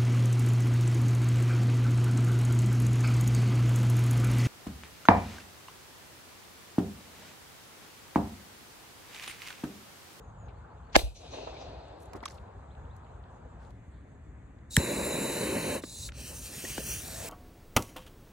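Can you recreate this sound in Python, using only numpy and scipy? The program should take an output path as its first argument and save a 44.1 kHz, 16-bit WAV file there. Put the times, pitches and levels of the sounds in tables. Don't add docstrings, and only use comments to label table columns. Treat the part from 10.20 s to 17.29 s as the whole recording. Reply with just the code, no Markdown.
import sys
import numpy as np
from scipy import signal
from scipy.fft import rfft, irfft, next_fast_len
from scipy.io import wavfile
from scipy.ndimage import uniform_filter1d, map_coordinates

SR = 44100
rng = np.random.default_rng(int(sys.argv[2]) if len(sys.argv) > 2 else 0)


def linear_from_db(decibels):
    return 10 ** (np.asarray(decibels, float) / 20)


def inscribe(sig):
    pcm = np.round(np.clip(np.atleast_2d(sig).T, -1, 1) * 32767)
    wavfile.write(sys.argv[1], SR, pcm.astype(np.int16))


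N = 312669
TIME = np.arange(N) / SR
WHOLE = [(0,), (N / SR,)]
TOP_HZ = 15850
BANG_S, MOVE_S = 0.79, 3.515

# frequency_hz, level_db [per Hz]
ENGINE_SPECTRUM = [(13, -57), (22, -31), (36, -12), (59, 3), (86, -3.5), (119, -7), (200, -17.5),
                   (260, -52), (440, -120)]
ROAD_SPECTRUM = [(110, -33), (180, -5.5), (199, -8), (236, 0.5), (301, -9), (338, -4), (373, -7),
                 (469, -3.5), (574, -6), (844, -3.5), (1540, -12.5), (1940, -21), (2810, -29), (3960, -35),
                 (5500, -45), (7150, -75), (12100, -120)]
GRASS_SPECTRUM = [(76, -35), (130, -9.5), (285, -5.5), (351, -16.5), (387, -12.5), (433, -15.5),
                  (1390, -25.5), (1860, -24.5), (3060, -42), (3420, -46), (6000, -60), (7800, -92),
                  (13200, -120)]
INSECT_SPECTRUM = [(1760, -44.5), (3000, -15.5), (3350, -10.5), (3500, 2), (3650, -10.5), (4280, -10),
                   (4810, -24), (5300, -26.5), (6460, -2.5), (6950, -2.5), (7760, -2), (9680, -17.5),
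                   (12500, -23.5), (14000, -50.5)]
# frequency_hz, side_minus_mid_db
FAR_SIDE = [(60, -19), (180, -15), (550, -2), (1650, -4), (4970, 2.5), (15000, -9.5)]
NEAR_SIDE = [(60, -26), (110, -54), (200, -17.5), (380, -17), (700, 2), (1290, -11.5), (2380, -2),
             (4400, -5), (8120, -4.5), (15000, -2.5)]
ENGINE_DB, ROAD_DB, GRASS_DB, INSECTS_DB = -52.5, -56, -57.5, -82
DUCK_DB, DUCK_FULL_S, DUCK_HOLD_S, DUCK_BACK_S = -19, .12, 0.056, 0.13
FIELD_LEFT_DB, ECHO_LEFT_DB = .5, 0.9

# length_s, start_hz, end_hz, bend [above 1 the glide comes early], droop_hz
SLIDE = (.115, 7330, 6500, 1.3, 50)
ARCH = (.066, 3500, 4750, 2.0, 500)
CHIP = (0.034, 2700, 4250, 1.71, 30)
# start_s, level_db, glide_share [part of the glide sung], stretch [ratio]
SLIDE_NOTES = [
    (.022, -73, .45, .8),
    (.165, -69.5, .98, .92),
]
ARCH_NOTES = [
    (.33, -76, 0.95, .95),
    (.478, -79, 1, 0.94),
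    (.625, -80, 0.92, 0.92),
]
CHIP_NOTES = [
    (2.474, -82, .9, .6),
    (2.5, -68.5, 1, 0.9),
    (2.665, -81, .9, .6),
    (2.697, -71, 0.74, 1.2),
    (2.745, -82, .35, .7),
    (2.886, -71, .5, 0.4),
]

# start_s, rms_db, centre_hz, width_octaves, t60_s
CLODS = [(.283, -66, 2900, 0.66, .15), (.292, -65, 2500, 0.27, .1), (.7, -72, 4000, .2, .03),
         (1.683, -70, 7500, .2, .03), (1.803, -68, 7960, 0.37, .03), (1.856, -66, 8000, 0.43, .054),
         (1.939, -51, 1100, .6, .025), (1.957, -60, 5000, 1.1, 0.04), (1.965, -61, 6000, 1, .05),
         (2.006, -57, 2900, .6, .012), (2.03, -38.5, 900, 0.7, 0.031), (2.029, -63, 6000, 1, 0.04),
         (2.034, -56, 3800, .6, .04), (2.037, -46.5, 1920, 0.26, 0.043), (2.0565, -34, 4100, 1.2, 0.018),
         (2.06, -41, 3000, 1.3, .018), (2.064, -55, 6100, 0.098, .07), (2.0805, -44.5, 3100, 0.76, 0.022),
         (2.085, -49, 4000, 1.4, 0.022), (2.101, -53, 5500, .35, .02), (2.106, -52, 1500, .8, 0.022),
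         (2.109, -54, 5800, .5, .03), (2.118, -61, 5800, .4, 0.026), (2.152, -63, 4800, .3, .03),
         (2.179, -61, 3500, .5, .015), (2.184, -57, 3020, 0.5, 0.02), (2.281, -69, 2800, .7, .012),
         (2.552, -63.5, 2800, .5, .015), (2.653, -66, 2810, .3, .012), (2.765, -65, 7980, .7, 0.018),
         (2.848, -70, 4000, .2, .012), (2.867, -62, 2000, 0.72, 0.017), (3.039, -65, 3494, 0.31, .012),
         (3.471, -70, 7500, .25, .012), (3.507, -64, 4950, 1.1, 0.012), (4.388, -72, 3696, .4, 0.013)]
# start_s, rms_db, centre_hz, width_octaves, t60_s
RUSTLES = [
    (1.82, -65.5, 8550, .6, 0.18),
    (1.957, -41.5, 495, 1.7, 0.089),
    (2.1, -62.5, 5600, 1.0, 0.34),
    (3.74, -77.5, 3680, .3, .5),
    (6.452, -44, 6800, 0.29, .06),
    (6.583, -45, 6000, .8, .05),
    (3.42, -73, 3940, 1.18, 0.66),
    (6.6, -42.5, 514, 0.34, 0.16),
]
# start_s, level_db, pitch_hz, glide_octaves, t60_s
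LANDING = [
    (1.9336, -38, 1050, -.2, .018),
    (1.9512, -37, 330, -.12, .045),
    (1.9592, -31, 400, -0.28, .045),
    (2.0292, -30, 510, -1.5, 0.017),
    (2.0586, -20, 1200, -.12, 0.015),
]

# start_s, rms_db, centre_hz, width_octaves, t60_s
FORERUNNER = [
    (.731, -55, 3580, .9, .3),
    (.751, -46, 3493, 0.96, .04),
]
# start_s, rms_db, centre_hz, width_octaves, t60_s
BLAST = [
    (.757, -14.5, 1402, 1.6, .015),
    (.7575, -26, 4604, 0.45, 0.012),
    (.764, -18, 280, 0.56, 0.04),
    (.792, -35, 2800, 0.75, .03),
    (1.2752, -37, 696, .7, .035),
]
# start_s, rms_db, centre_hz, width_octaves, t60_s
CRACK = [
    (.7625, -13.5, 3600, 1.44, 0.012),
    (.7626, -28, 8600, 0.79, .012),
    (1.9338, -47.5, 1800, 2.5, .02),
]
# start_s, level_db, pitch_hz, glide_octaves, t60_s
BOOM = [
    (.7562, -6, 2200, -.089, .018),
    (.7545, -8.5, 760, .2, .03),
    (.7615, -8.5, 1642, 0.073, 0.019),
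    (.7632, 1.5, 800, -0.75, .016),
    (.7535, -21.5, 7000, .02, 0.02),
    (.7622, -14, 4900, .01, .014),
    (.7615, -18.5, 7100, .01, .009),
    (.7525, -16.5, 1500, .1, .02),
    (.766, -15, 61, -.3, 0.1),
    (.832, -19, 52, 0.042, 0.2),
]
# start_s, level_db, t60_s, leafiness_db
WALLS = [
    (0.77, -37, 0.34, 1),
    (0.789, -39.5, 0.1, -1),
    (.955, -57.5, 0.33, 11.5),
    (.995, -54, 4.5, 1),
    (1.04, -55.5, 6, 2.5),
    (1.125, -45.5, 3.9, 3),
    (1.385, -53, 0.48, 13),
]
# start_s, rms_db, centre_hz, width_octaves, t60_s
PEALS = [
    (.865, -61, 2700, .2, .2),
    (.972, -59, 6050, .13, .12),
    (.972, -62, 3900, .15, .08),
    (1.12, -58.5, 6100, .13, .2),
    (1.133, -57, 4000, .12, .1),
    (1.19, -45, 550, .5, .06),
    (1.236, -47, 500, 0.45, .06),
    (1.274, -56, 3400, 0.46, .04),
    (1.37, -57, 2350, .1, .06),
    (1.41, -58, 4600, .5, .3),
]
# frequency_hz, level_db [per Hz]
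ROLL_SPECTRUM = [(76, -41.5), (130, -13.5), (161, -25), (271, -1.5), (308, -2.5), (706, 2), (1250, -17),
                 (2200, -22), (2860, -51), (4840, -120)]
CRACKLE_SPECTRUM = [(1300, -45), (2000, -14), (2490, 3.5), (2840, 1), (3100, -2), (3990, 3.5), (5200, -9.5),
                    (6760, -40.5), (11400, -120)]
LEAVES_SPECTRUM = [(2820, -34.5), (4800, -4.5), (5450, -4), (6270, 1.5), (7210, -9.5), (8500, -15.5),
                   (11000, -41), (18700, -120)]
AIR_SPECTRUM = [(4590, -30.5), (7800, -1.5), (8990, -3.5), (11500, -2.5), (15800, -10.5)]
# over_roll_db, air_loss_db [per s], leafiness_share
CRACKLE_WAY = (-5, 13, 0.53)
LEAVES_WAY = (-9.5, 29, 1.12)
AIR_WAY = (-6, 22, .3)
SOAK_DB_PER_S = 58
HAZE_DB, HAZE_T60_S = -64.5, 2.6
PEAL_RISE_S, PEAL_SPREAD = 0.0043, .05

# time_s, hiss_db
PRESS = [
    (4.495, -89),
    (4.503, -66),
    (4.509, -48.5),
    (4.56, -39),
    (5.136, -39),
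    (5.374, -41),
    (5.552, -40),
    (5.6, -51),
    (5.612, -71),
]
AGAIN = [
    (5.626, -51.5),
    (5.678, -49.5),
    (5.832, -42.5),
    (5.868, -43),
    (5.886, -48.5),
    (5.915, -79),
]
# frequency_hz, level_db [per Hz]
COLD_JET = [(530, -64), (900, -19), (1100, -36), (1320, -37), (2780, -14), (3170, -21), (3840, 5),
            (4820, -6.5), (7880, 0.5), (10000, -14), (10900, -1), (11900, -20), (12600, -32), (13300, -16),
            (15800, -14)]
FRESH_JET = [(1760, -37), (3000, -14), (3260, -34.5), (3910, 2.5), (4070, -2.5), (4370, -15.5), (5230, -18),
             (6310, -13), (7300, -2), (8160, -11), (8940, -13), (10900, -7), (12800, -23), (14300, -17),
             (15800, -24)]
WARM_JET = [(1760, -26), (3000, -1), (3400, -20.5), (3990, 2), (4950, -13), (6810, -5), (8690, -5),
            (9450, -10), (10300, 0.5), (11300, -5), (12200, -17), (14400, -11.5), (15800, -19)]
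# frequency_hz, level_db [per Hz]
ROAR_SPECTRUM = [(41, -55), (70, -13), (109, -5.5), (189, -0.5), (312, 1), (379, -1), (560, 0),
                 (775, -15.5), (912, -8), (1070, -11.5), (1260, -21.5), (1560, -14.5), (2660, -14.5),
                 (3240, -32.5), (3400, -24), (4420, -56), (7480, -120)]
LIT_S, OUT_S = 4.57, 5.566
ROAR_DB, DYING_DB_PER_S, BREATH_DB = -33.5, 400, -62
# start_s, rms_db, centre_hz, width_octaves, t60_s
CLICKS = [
    (4.5671, -15, 9000, .6, 0.0035),
    (4.5672, -19.5, 3540, 0.29, .006),
    (5.638, -38, 900, 2, 0.034),
    (5.891, -41, 2100, 0.66, 0.021),
    (5.922, -45.5, 2440, 1.35, 0.011),
    (6.44, -40, 400, 0.94, 0.085),
    (6.452, -46, 2900, .2, .03),
    (6.58, -32, 1160, 1.2, 0.017),
    (7.048, -41, 636, 0.52, 0.05),
]
# start_s, level_db, pitch_hz, glide_octaves, t60_s
KNOCKS = [
    (4.5672, -3, 1860, -0.07, 0.009),
    (4.5662, -4.5, 6200, 0.6, .006),
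    (4.568, -30, 5750, -0.1, .07),
    (4.5758, -6, 236, -1.1, 0.035),
    (4.581, -10, 103, -0.7, .056),
    (5.6368, -27, 520, -1.7, .04),
    (6.439, -38, 447, -1.5, 0.07),
    (6.45, -29, 1860, 0.05, 0.032),
    (6.5805, -22.5, 610, -2.5, 0.044),
]

# time_s, fizz_db
FUSE = [
    (5.92, -80),
    (5.945, -59),
    (6.004, -48),
    (6.42, -44.5),
    (6.84, -44.5),
    (7.09, -45),
]
# centre_s, half_length_s, gain_db
FLARES = [
    (6.503, .05, 3),
    (6.692, 0.09, 5.5),
]
# frequency_hz, level_db [per Hz]
CATCH_SPECTRUM = [(2060, -41), (3500, -23), (3800, -8), (4620, -5), (5760, 3), (6290, -1), (9070, 1.5),
                  (12500, -19), (15100, 0), (15800, -13)]
FIZZ_SPECTRUM = [(2060, -35), (3500, -31), (3780, -5), (4100, -14), (5830, 0.5), (7230, -1), (8620, 1),
                 (11500, -5), (12300, -9), (14900, -4), (15800, -10.5)]
SPIT_SPECTRUM = [(590, -50), (1000, -20), (1850, -10), (2010, -13), (2600, -8.5), (3450, -12), (3770, -13),
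                 (4500, -9.5), (5850, -24), (9900, -120)]
BURN_SPECTRUM = [(65, -16), (110, 0), (156, -2.5), (453, -7.5), (573, -10), (1400, -22.5), (1820, -50),
                 (3080, -120)]
HOLLOW_SPECTRUM = [(300, -17), (640, 2), (1250, -16), (1800, -10), (2200, -40)]
SPIT_DB, SPIT_FOLLOWS, BURN_DB, BURN_FOLLOWS = -50.5, 0.59, -52.5, 0.4
BOWL_S, BOWL_CLOSE_S, BOWL_DB = 6.78, 0.19, -50
# time_s, dip_hz, depth_db
MIRROR = [
    (5.9, 3480, -11),
    (6.2, 3560, -7),
    (6.33, 3560, -1),
    (6.42, 3600, -7),
    (6.6, 3620, -7),
    (6.72, 3830, -20),
    (6.79, 3850, -12),
    (6.85, 4900, -7),
    (6.95, 5600, -2),
]
MIRROR_HALF_HZ, MIRROR_OCTAVE = 128, 0.33


def unit(x):
    return x / np.sqrt(np.mean(x ** 2) + 1e-20)


def along(points, hz):
    f, v = np.transpose(points)
    return np.interp(np.log(hz + 1), np.log(f + 1), v)


def level_curve(rows):
    s, db = np.transpose(rows)
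    return linear_from_db(np.interp(TIME, s, db, -150, -150))


def fade(start_s, length_s):
    return np.clip((TIME - start_s) / length_s, 0, 1)


def wobble(rate_hz):
    knots = rng.standard_normal(int(N * rate_hz / SR) + 4)
    return map_coordinates(knots, [TIME * rate_hz])


def rush(spectrum, side, same, patchy_db, rows, grit=np.ones(N), size=8):
    first, last = int(rows[0][0] * SR), min(int(rows[-1][0] * SR) + 2, N)
    long = next_fast_len(last - first)
    white = rng.standard_normal((2, long + 512)) * np.resize(grit[first:], long + 512)
    z = signal.stft(white, nperseg=512)[2]
    patches = uniform_filter1d(rng.standard_normal(z.shape[1:]), size=6, axis=0)
    patches = uniform_filter1d(patches, size=size, axis=1)
    patchy = signal.istft(z * linear_from_db(patchy_db * unit(patches)), nperseg=512)[1][:, :long]
    a, b = rfft(patchy)
    hz = np.linspace(0, SR / 2, len(a))
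    same = np.clip(same, 0, 1)
    across = linear_from_db(along(side, hz)) * (np.sqrt(1 - same) * b - np.sqrt(same) * 1j * a)
    low_cut = hz ** 2 / (hz ** 2 + 30 ** 2)
    colour = linear_from_db(along(spectrum, hz)) * (hz < TOP_HZ) * low_cut
    mid, dif = irfft(colour * [a, across], long)[:, :last - first]
    ports = np.array([mid + dif, mid - dif]) / mid.std()
    return np.pad(ports, ((0, 0), (first, N - last)))


def bursts(rows, rise_s, apart, grit_db):
    out, size = np.zeros((2, N + SR)), SR // 4
    t, hz = (np.arange(size) - size // 4) / SR, np.fft.rfftfreq(size, 1 / SR) + 1
    for s, db, centre_hz, octaves, t60 in rows:
        band = np.exp(-.5 * (np.log2(hz / centre_hz) / octaves) ** 4) / np.sqrt(hz)
        grains = np.repeat(rng.standard_normal(size // 40 + 1), 40)[:size]
        noise = linear_from_db(grit_db * grains) * rng.standard_normal((2, size))
        mid, dif = unit(irfft(rfft(noise) * band, size))
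        swell = np.exp(np.minimum(t, 0) / min(rise_s, t60 / 4))
        shape = np.where(t < 0, swell, linear_from_db(-60 * np.maximum(t, 0) / t60))
        gain = linear_from_db(db) * np.linalg.norm(shape) / np.linalg.norm(shape * mid)
        first = round(s * SR) - size // 4
        out[:, first:first + size] += gain * shape * [mid + apart * dif, mid - apart * dif]
    return out[:, :N]


def rings(rows, rise, lag, late_s):
    out, t = np.zeros((2, N + SR)), np.arange(SR // 2) / SR
    for s, db, hz, glide, t60 in rows:
        pitch = hz * 2 ** (glide * (1 - np.exp(-5 * t / t60)))
        port_phase = (lag / 2 + np.pi * hz * late_s) * np.array([[1], [-1]])
        phase = 2 * np.pi * np.cumsum(pitch) / SR + port_phase
        shape = (1 - np.exp(-t / (rise * t60))) * linear_from_db(db - 60 * t / t60)
        first = round(s * SR)
        out[:, first:first + len(t)] += np.sin(phase) * shape
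    return out[:, :N]


def field():
    recovery_s = np.maximum(TIME - BANG_S - DUCK_FULL_S - DUCK_HOLD_S, 0)
    duck_db = DUCK_DB * fade(BANG_S, DUCK_FULL_S) * np.exp(-recovery_s / DUCK_BACK_S)
    engines = linear_from_db(ENGINE_DB + 3.5 + .35 * duck_db + 2.0 * wobble(7.0))
    engines = engines * rush(ENGINE_SPECTRUM, FAR_SIDE, .3, patchy_db=1.5, rows=WHOLE)
    standing = rush(ROAD_SPECTRUM, FAR_SIDE, .2, patchy_db=1.8, rows=[(0,), (MOVE_S,)])
    standing = linear_from_db(ROAD_DB + duck_db) * standing
    crouched = rush(GRASS_SPECTRUM, FAR_SIDE, 0.24, patchy_db=1.1, rows=[(MOVE_S,), (N / SR,)])
    crouched = fade(MOVE_S, 0.068) ** 0.17 * linear_from_db(GRASS_DB - 0.62 * (TIME - 4.0)) * crouched
    insects = rush(INSECT_SPECTRUM, FAR_SIDE, .1, patchy_db=2.5, rows=WHOLE)
    insects = linear_from_db(INSECTS_DB + 1.1 * wobble(13)) * insects
    return (engines + standing + crouched + insects) * linear_from_db([[FIELD_LEFT_DB], [-FIELD_LEFT_DB]])


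def birds():
    song = np.zeros(N)
    for shape, notes in ((SLIDE, SLIDE_NOTES), (ARCH, ARCH_NOTES), (CHIP, CHIP_NOTES)):
        length_s, from_hz, to_hz, bend, droop_hz = shape
        for s, db, share, stretch in notes:
            u = fade(s, length_s * stretch)
            pitch = to_hz + share * (from_hz - to_hz) * (1 - u) ** bend - droop_hz * u ** 3
            swell = np.abs(np.sin(np.pi * u)) ** 0.57 * (u > 0) * (u < 1)
            song += linear_from_db(db) * swell * np.sin(2 * np.pi * np.cumsum(pitch) / SR)
    hedge = rng.standard_normal((2, SR // 5)) * linear_from_db(-60 * TIME[:SR // 5] / .25)
    smear = signal.fftconvolve(song[None], hedge / np.linalg.norm(hedge[0]), axes=1)[:, :N]
    direct = song * linear_from_db(4 * wobble(140) - 1.5) * linear_from_db([[1.5], [-1.5]])
    return direct + linear_from_db(-2.0) * smear


def debris():
    ticks = bursts(CLODS, 0.0011, apart=0.86, grit_db=3.5)
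    rustles = bursts(RUSTLES, 0.015, apart=0.53, grit_db=4.0)
    return ticks + rustles + rings(LANDING, rise=0.062, lag=0.24, late_s=.00004)


def echo(over_db, loss_db_per_s, leafy):
    power = np.zeros(N)
    for s, db, t60, leaf_db in WALLS:
        rise_s = PEAL_RISE_S + PEAL_SPREAD * (s - BANG_S)
        decay_db = 120 * np.maximum(TIME - s, 0) / t60
        power += fade(s - rise_s, 2 * rise_s) ** 2 * linear_from_db(2 * (db + leafy * leaf_db) - decay_db)
    return np.sqrt(power) * linear_from_db(over_db - loss_db_per_s * np.maximum(TIME - BANG_S, 0))


def soak(x):
    hz, t, z = signal.stft(x[:, :3 * SR], SR, nperseg=512)
    loss_db = SOAK_DB_PER_S * (hz[:, None] / 1e4) ** 2 * np.maximum(t - BANG_S, 0)
    heard = signal.istft(z * linear_from_db(-loss_db), SR, nperseg=512)[1][:, :3 * SR]
    return np.pad(heard, ((0, 0), (0, N - 3 * SR)))


def bang():
    path = [(.76,), (2.6,)]
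    haze = linear_from_db(HAZE_DB - 60 * (TIME - BANG_S) / HAZE_T60_S)
    scatter = linear_from_db(1.8 * wobble(80))
    back = echo(0, 0, 0) * scatter * rush(ROLL_SPECTRUM, FAR_SIDE, .3, patchy_db=-0.7, rows=path)
    for way, spectrum in ((CRACKLE_WAY, CRACKLE_SPECTRUM), (LEAVES_WAY, LEAVES_SPECTRUM)):
        back += echo(*way) * rush(spectrum, FAR_SIDE, .3, patchy_db=1.5, rows=path)
    air = rush(AIR_SPECTRUM, FAR_SIDE, .3, patchy_db=-0.2, rows=path)
    back += soak(np.hypot(echo(*AIR_WAY), haze) * air)
    back += bursts(PEALS, .012, apart=.8, grit_db=1.5)
    back += bursts(FORERUNNER, .004, apart=.9, grit_db=2.0)
    blast = bursts(BLAST, 0.0031, apart=1.1, grit_db=3.0)
    blast += bursts(CRACK, .00045, apart=1.1, grit_db=1.5)
    boom = rings(BOOM, rise=.04, lag=1.6, late_s=0)
    return blast + boom + back * linear_from_db([[ECHO_LEFT_DB], [-ECHO_LEFT_DB]])


def lighter():
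    valve = list(PRESS) + list(AGAIN)
    burn = [(LIT_S,), (AGAIN[-1][0],)]
    roar_db = ROAR_DB - DYING_DB_PER_S * np.maximum(TIME - OUT_S, 0)
    gas, flame = level_curve(valve), linear_from_db(np.maximum(roar_db, BREATH_DB))
    cold = rush(COLD_JET, NEAR_SIDE, 0.74, patchy_db=1.5, rows=valve)
    fresh = rush(FRESH_JET, NEAR_SIDE, 0.74, patchy_db=1.5, rows=valve)
    warm = rush(WARM_JET, NEAR_SIDE, 0.74, patchy_db=1.5, rows=valve)
    lit, heat = fade(4.566, 0.013) - fade(5.6, 0.022), fade(4.99, 0.43)
    hiss = np.sqrt(lit * (1 - heat)) * fresh + np.sqrt(lit * heat) * warm + np.sqrt(1 - lit) * cold
    flutter = linear_from_db(0.77 * wobble(70))
    flutter = flutter / unit(flutter).mean()
    roar = rush(ROAR_SPECTRUM, NEAR_SIDE, 0.65, patchy_db=0.86, rows=burn)
    return gas * hiss + flame * flutter * roar


def handling():
    clicks = bursts(CLICKS, 0.0017, apart=0.63, grit_db=-1.0)
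    return clicks + rings(KNOCKS, rise=0.05, lag=.1, late_s=.000047)


def mirrored(x):
    first = int(MIRROR[0][0] * SR)
    hz, t, z = signal.stft(x[:, first:], SR, nperseg=512)
    s, dip_hz, depth_db = np.transpose(MIRROR)
    dip_hz = np.interp(t + first / SR, s, dip_hz)
    depth_db = np.interp(t + first / SR, s, depth_db)

    def dip(multiple):
        return np.exp(-.5 * ((hz[:, None] - multiple * dip_hz) / MIRROR_HALF_HZ) ** 2)

    gain = linear_from_db(depth_db * (dip(1) + MIRROR_OCTAVE * dip(2)))
    heard = signal.istft(z * gain, SR, nperseg=512)[1][:, :N - first]
    return np.pad(heard, ((0, 0), (first, 0)))


def fuse():
    flare_db = sum(db * np.exp(-((TIME - s) / half_s) ** 4) for s, half_s, db in FLARES)
    fizz = level_curve(FUSE) * linear_from_db(flare_db)
    effort = fizz / linear_from_db(-45)
    closed = fade(BOWL_S, BOWL_CLOSE_S)
    spit = linear_from_db(SPIT_DB + 1.4 * wobble(11)) * effort ** SPIT_FOLLOWS
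    flame = linear_from_db(BURN_DB + 3.1 * closed) * effort ** BURN_FOLLOWS
    sparks = linear_from_db(0.73 * wobble(900) + 1.04 * wobble(30))
    grown = fade(5.965, 0.22)
    early = rush(CATCH_SPECTRUM, NEAR_SIDE, 0.7, patchy_db=3.0, rows=FUSE, grit=sparks, size=30)
    late = rush(FIZZ_SPECTRUM, NEAR_SIDE, 0.7, patchy_db=3.0, rows=FUSE, grit=sparks, size=30)
    jet = fizz * (np.sqrt(1 - grown) * early + np.sqrt(grown) * late)
    jet += spit * rush(SPIT_SPECTRUM, NEAR_SIDE, 0.95, patchy_db=2.5, rows=FUSE, grit=sparks, size=20)
    jet += linear_from_db(BOWL_DB) * closed * rush(HOLLOW_SPECTRUM, NEAR_SIDE, 0.8, patchy_db=1.5, rows=FUSE)
    return mirrored(jet) + flame * rush(BURN_SPECTRUM, NEAR_SIDE, 0.76, patchy_db=3.0, rows=FUSE)


def scene():
    return field() + birds() + debris() + bang() + lighter() + handling() + fuse()


def thrift(x):
    hz, _, z = signal.stft(np.array([x[0] + x[1], x[0] - x[1]]) / 2, SR, nperseg=1024)
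    hz = hz[:, None]
    power = uniform_filter1d(uniform_filter1d(np.abs(z) ** 2, size=7, axis=1), size=7, axis=2)
    mid_db, side_db = 10 * np.log10(np.abs(power) + 1e-16)
    near_db = uniform_filter1d(mid_db, size=45, axis=0)
    wide_db = uniform_filter1d(mid_db, size=120, axis=0)
    sunk = (mid_db < near_db - 6.5) & (hz > 2900) & (hz < 15000)
    loud, top = mid_db > -88, hz > 11500
    drift = uniform_filter1d(rng.standard_normal(mid_db.shape), size=14, axis=0)
    drift = uniform_filter1d(drift, size=12, axis=1)
    sunk |= loud & top & (mid_db - wide_db + 3 * unit(drift[::-1]) < -5.5)
    narrow = side_db - mid_db + 2.5 * unit(drift) < -8 + 3.5 * (hz > 4500)
    mono = narrow & loud & (hz > 1200)
    mid, side = signal.istft(z * [~sunk, ~(sunk | mono)], SR, nperseg=1024)[1][:, :N]
    return np.array([mid + side, mid - side])


def roll_off(x):
    return signal.sosfilt(signal.butter(12, 16660, fs=SR, output="sos"), x)


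def record(dry):
    limited = dry / (1 + np.abs(dry) ** 6) ** (1 / 6)
    mix = thrift(limited)
    return roll_off(mix)


dry = scene()
out = record(dry)
inscribe(out)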